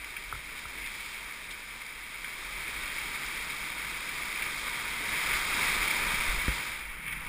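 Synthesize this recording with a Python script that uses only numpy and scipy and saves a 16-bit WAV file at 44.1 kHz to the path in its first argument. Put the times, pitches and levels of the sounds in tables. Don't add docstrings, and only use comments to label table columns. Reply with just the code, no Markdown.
import sys
import numpy as np
from scipy import signal
from scipy.fft import rfft, irfft
from scipy.io import wavfile
from scipy.ndimage import uniform_filter1d

SR = 44100
rng = np.random.default_rng(int(sys.argv[2]) if len(sys.argv) > 2 else 0)


def persist_wave(psi):
    counts = np.round(np.clip(psi, -1, 1) * 32767).astype(np.int16)
    wavfile.write(sys.argv[1], SR, np.atleast_2d(counts).T)


N = 321048
TIME = np.arange(N) / SR
FREQ = np.arange(N // 2 + 1) * SR / N

# frequency_hz, gain_db
CASE_WALL = [(100, -17), (180, -15.5), (400, -16), (750, -20), (1100, -16.5), (2000, -12), (3500, -14.5),
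             (5300, -17.5), (6000, -26)]
# centre_hz, width_hz, gain_db
CASE_RESONANCES = [(949, 130, 8), (1205, 190, 7.5), (1497, 370, 4), (2250, 730, 14), (2243, 73, 1.5),
                   (2737, 71, 5.5), (2832, 210, -6.5), (3237, 120, 6), (3697, 370, 5.5), (4350, 310, -1.5),
                   (4990, 360, 4)]
# time_s, level_db
SURF_STRENGTH = [(0, -6), (.6, -5), (1.1, -4.5), (1.6, -5.5), (2.08, -6), (2.36, -3), (2.8, -0.6),
                 (3.35, .2), (3.75, -0.54), (4.5, 1), (5, 2.1), (5.32, 6), (5.44, 4), (5.6, 7.6),
                 (6.24, 5.5), (6.63, 1.7), (6.88, -4.5), (7.28, -2)]
# peak_s, length_s, level_db
GUSTS = [(.3, 1, -55), (.84, 0.22, -50), (2.7, 1.0, -51), (3.42, .16, -50), (5.4, 0.38, -46),
         (5.78, 0.28, -43.5), (6.0, 0.28, -44), (6.3, 0.46, -38), (6.9, 0.29, -45.5), (7.2, 0.26, -44)]
# start_s, peak_db, length_s
BUFFETS = [(6.186, -32, 0.024), (6.282, -25, 0.019), (6.364, -33, 0.029)]
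# peak_s, length_s, level_db, pitch_hz
SLOSHES = [(.52, 0.12, -58, 320), (.8, 0.19, -56, 290), (1.04, 0.44, -48, 3800), (1.307, 0.14, -46, 1400),
           (2.594, .08, -56, 150), (2.687, 0.084, -55, 400), (5.36, 0.25, -37.5, 1140),
           (6.08, .36, -39.5, 1250), (7.143, 0.62, -53.5, 145)]
# start_s, clack_gain_db, thump_gain_db, contact_s
KNOCKS = [(0.3261, -20.5, -50, .003), (0.333, -36, -35.5, 0.0057), (0.354, -29, -40, 0.008),
          (.6545, -28, -40, 0.0052), (6.481, -28, -19.5, 0.0029)]
# pitch_hz, relative_db, t60_s
SHELL_MODES = [(450, -15, .04), (1060, -11, 0.043), (1280, 4, .028), (1346, 14, 0.021), (1950, -5, .015)]
# pitch_hz, relative_db, t60_s
MOUNT_MODES = [(50.6, 18.5, 0.15), (138, 6, 0.13), (216, -17, 0.05), (302, -11, 0.052), (520, -1.5, 0.11)]
# start_s, peak_db, decay_s, brightness_db
SPLASHES = [(.044, -29, 0.0078, -1), (.166, -27.5, 0.0074, -16), (.789, -32, .005, -4),
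            (.861, -27, 0.0065, 1), (1.509, -30, 0.011, 8), (2.2445, -25.5, .005, -14),
            (3.264, -27, .004, 10), (4.423, -22, 0.011, -3), (5.185, -27, .005, -8), (5.331, -22, 0.004, 2),
            (5.338, -18, 0.0054, -18), (5.682, -21, .0055, -6), (6.481, -23, .006, -11),
            (6.653, -30, .004, -10), (7.079, -27, 0.0096, -15), (7.123, -25.5, 0.01, -7),
            (7.229, -36, .008, -15)]
# peak_s, length_s, level_db
SPRAYS = [(0.856, .26, -43), (2.92, 0.55, -42.5), (4.42, 0.24, -40.5), (5.187, 0.41, -36),
          (7.102, 0.13, -42)]

TURN_START_S, TURN_LENGTH_S, FIZZ_SHADE_DB, ROAR_SHADE_DB = 6.7, 0.31, -7.5, -2.5
AFTERFIZZ_LAG_S, AFTERFIZZ_S, AFTERFIZZ_DB = 0.19, 0.54, -8.5
CAMERA_RATE_HZ, TREBLE_LIMIT_HZ = 12000, 15280


def undb(db):
    return 10 ** (np.asarray(db) / 20)


def unit(x):
    return x / np.sqrt(np.mean(x ** 2))


def add(out, start_s, sound):
    start = max(int(start_s * SR), 0)
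    out[start:start + len(sound)] += sound[:max(N - start, 0)]


def below(hz, order):
    return 1 / (1 + (FREQ / hz) ** (2 * order))


def shaped(x, response):
    return irfft(rfft(x) * response, N)


def ramp(start_s, length_s):
    return np.clip((TIME - start_s) / length_s, 0, 1)


def swell_power(rows):
    return sum((undb(db) * np.sin(np.pi * ramp(peak_s - length_s / 2, length_s))) ** 2
               for peak_s, length_s, db in rows)


def wander(rate_hz):
    hold = int(SR / rate_hz)
    steps = np.repeat(rng.standard_normal(N // hold + 1), hold)
    return unit(uniform_filter1d(steps, hold)[:N])


def follow_surf(ride_db, growth):
    surf_db = np.interp(TIME, *np.transpose(SURF_STRENGTH))
    return undb(ride_db + growth * surf_db)


def case_response():
    wall_hz, wall_db = np.transpose(CASE_WALL)
    db = np.interp(np.log(FREQ + 1), np.log(wall_hz), wall_db)
    db += sum(gain / (1 + (2 * (FREQ - centre) / width) ** 2) for centre, width, gain in CASE_RESONANCES)
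    cepstrum = irfft(np.log(undb(db)), N)
    causal_fold = 1 + np.sign(N / 2 - np.arange(N)) * (np.arange(N) > 0)
    return np.exp(rfft(cepstrum * causal_fold))


def bubble_bands():
    under_rush, under_fizz = below(1702, order=8), below(3206, order=12)
    gurgle = under_rush * (1 - below(770, order=8))
    rush = under_fizz * (1 - under_rush)
    return np.sqrt(gurgle), np.sqrt(rush), np.sqrt(1 - under_fizz)


def patter(per_s, spread_db):
    sizes = undb(spread_db * np.minimum(rng.exponential(size=N), 4))
    hits = rng.random(N) < per_s / SR
    return unit(hits * sizes * rng.choice([-1, 1], N))


def foam(response, drop_share, per_s, spread_db, flicker_db):
    drops = np.sqrt(drop_share) * patter(per_s, spread_db)
    hiss = np.sqrt(1 - drop_share) * rng.standard_normal(N)
    flicker = undb(flicker_db * wander(rate_hz=70))
    return unit(shaped((drops + hiss) * flicker, response))


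def wind():
    power = follow_surf(ride_db=-53, growth=0.65) ** 2 + swell_power(GUSTS)
    mount_resonance = 1 + 1 / (1 + ((FREQ - 47.5) / 3.1) ** 2)
    band = below(51.5, order=5) * (1 - below(11.6, order=2))
    eddies = signal.hilbert(shaped(rng.standard_normal(N), mount_resonance * np.sqrt(band)))
    strength = np.sqrt(uniform_filter1d(np.abs(eddies) ** 2, SR // 3))
    out = unit(eddies.real / strength) * np.sqrt(power)
    for start_s, peak_db, length_s in BUFFETS:
        shove = np.sin(np.pi * TIME[:int(length_s * SR)] / length_s)
        add(out, start_s, undb(peak_db) * shove)
    return out


def hull():
    band = below(200, order=5) * (1 - below(115, order=4))
    drumming = unit(shaped(patter(per_s=280, spread_db=3), np.sqrt(band)))
    return drumming * follow_surf(ride_db=-61.5, growth=1.36)


def sloshes(case, width_octaves=0.58):
    out = np.zeros(N)
    for peak_s, length_s, level_db, pitch_hz in SLOSHES:
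        octaves_off = np.log2((FREQ + 1) / pitch_hz)
        band = np.exp(-(octaves_off / width_octaves) ** 2 / 2)
        bubbles = unit(shaped(patter(per_s=1500, spread_db=2), case * band))
        out += bubbles * np.sqrt(swell_power([(peak_s, length_s, level_db)]))
    return out


def breaker(case):
    band = below(828, order=8) * (1 - below(60, order=3))
    churn = foam(case * np.sqrt(band), drop_share=0.27, per_s=380, spread_db=2, flicker_db=0.3)
    shade = undb(ROAR_SHADE_DB * ramp(TURN_START_S, TURN_LENGTH_S))
    return churn * shade * follow_surf(ride_db=-52, growth=0.99)


def struck(modes):
    t = TIME[:SR // 2]
    ring = sum(undb(db - 60 * t / t60) * np.sin(2 * np.pi * hz * t) for hz, db, t60 in modes)
    return ring / np.abs(ring).max()


def knocks(flex_s=0.00019):
    out = np.zeros(N)
    clack, swing = struck(SHELL_MODES), struck(MOUNT_MODES)
    t = TIME[:len(clack)]
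    clack *= 1 - np.exp(-t / flex_s)
    for start_s, clack_db, thump_db, contact_s in KNOCKS:
        shove = np.sin(np.pi * np.minimum(t / contact_s, 1))
        thump = swing - 1.3 * shove
        add(out, start_s, undb(clack_db) * clack + undb(thump_db) * thump)
    return out


def stray_drops(count, peak_db, decay_s):
    starts_s = rng.uniform(0, N / SR, count)
    brightness_db = rng.normal(-10, 5, count)
    return [(start_s, peak_db, decay_s, db) for start_s, db in zip(starts_s, brightness_db)]


def splashes(case):
    out = np.zeros(N)
    size, lead = 2048, 128
    low, middle, high = (irfft(case * band, N)[np.arange(size) - lead] for band in bubble_bands())
    drops = stray_drops(count=22, peak_db=-35.5, decay_s=0.0057)
    for start_s, peak_db, decay_s, brightness_db in drops + list(SPLASHES):
        force = 0.79 * rng.standard_normal(size) * np.exp(-TIME[:size] / decay_s)
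        force[0] += 2
        ring = 0.34 * low + middle + undb(brightness_db) * high
        splash = signal.fftconvolve(force, ring)
        add(out, start_s - lead / SR, undb(peak_db) * splash / np.abs(splash).max())
    return out


def whitewater(case):
    low, middle, high = bubble_bands()
    gurgle = foam(case * low, drop_share=0.17, per_s=900, spread_db=3.5, flicker_db=0.5)
    rush = foam(case * middle, drop_share=0.17, per_s=900, spread_db=0.5, flicker_db=0.52)
    fizz = foam(case * high, drop_share=0.19, per_s=1200, spread_db=3.5, flicker_db=0.5)
    afterfizz = [(peak_s + AFTERFIZZ_LAG_S, AFTERFIZZ_S, db + AFTERFIZZ_DB) for peak_s, _, db in SPRAYS]
    gurgle *= follow_surf(ride_db=-44, growth=1.17)
    rush *= np.sqrt(follow_surf(ride_db=-38, growth=0.99) ** 2 + swell_power(SPRAYS))
    fizz *= np.sqrt(follow_surf(ride_db=-43.5, growth=1.05) ** 2 + swell_power(afterfizz))
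    shade = undb(FIZZ_SHADE_DB * ramp(TURN_START_S, TURN_LENGTH_S))
    surge = undb(0.23 * wander(rate_hz=22))
    return (gurgle + rush + fizz * shade) * surge


def scene():
    case = case_response()
    ride = whitewater(case) + breaker(case) + hull() + wind()
    events = splashes(case) + knocks() + sloshes(case)
    return (ride + events)[None]


def record(dry):
    coarse = signal.resample(dry, round(N * CAMERA_RATE_HZ / SR), axis=1)
    held = signal.resample(np.repeat(coarse, 4, axis=1), N, axis=1)
    treble_cut = signal.ellip(14, 0.1, 80, TREBLE_LIMIT_HZ, fs=SR, output="sos")
    return signal.sosfilt(treble_cut, held)


dry = scene()
out = record(dry)
persist_wave(out)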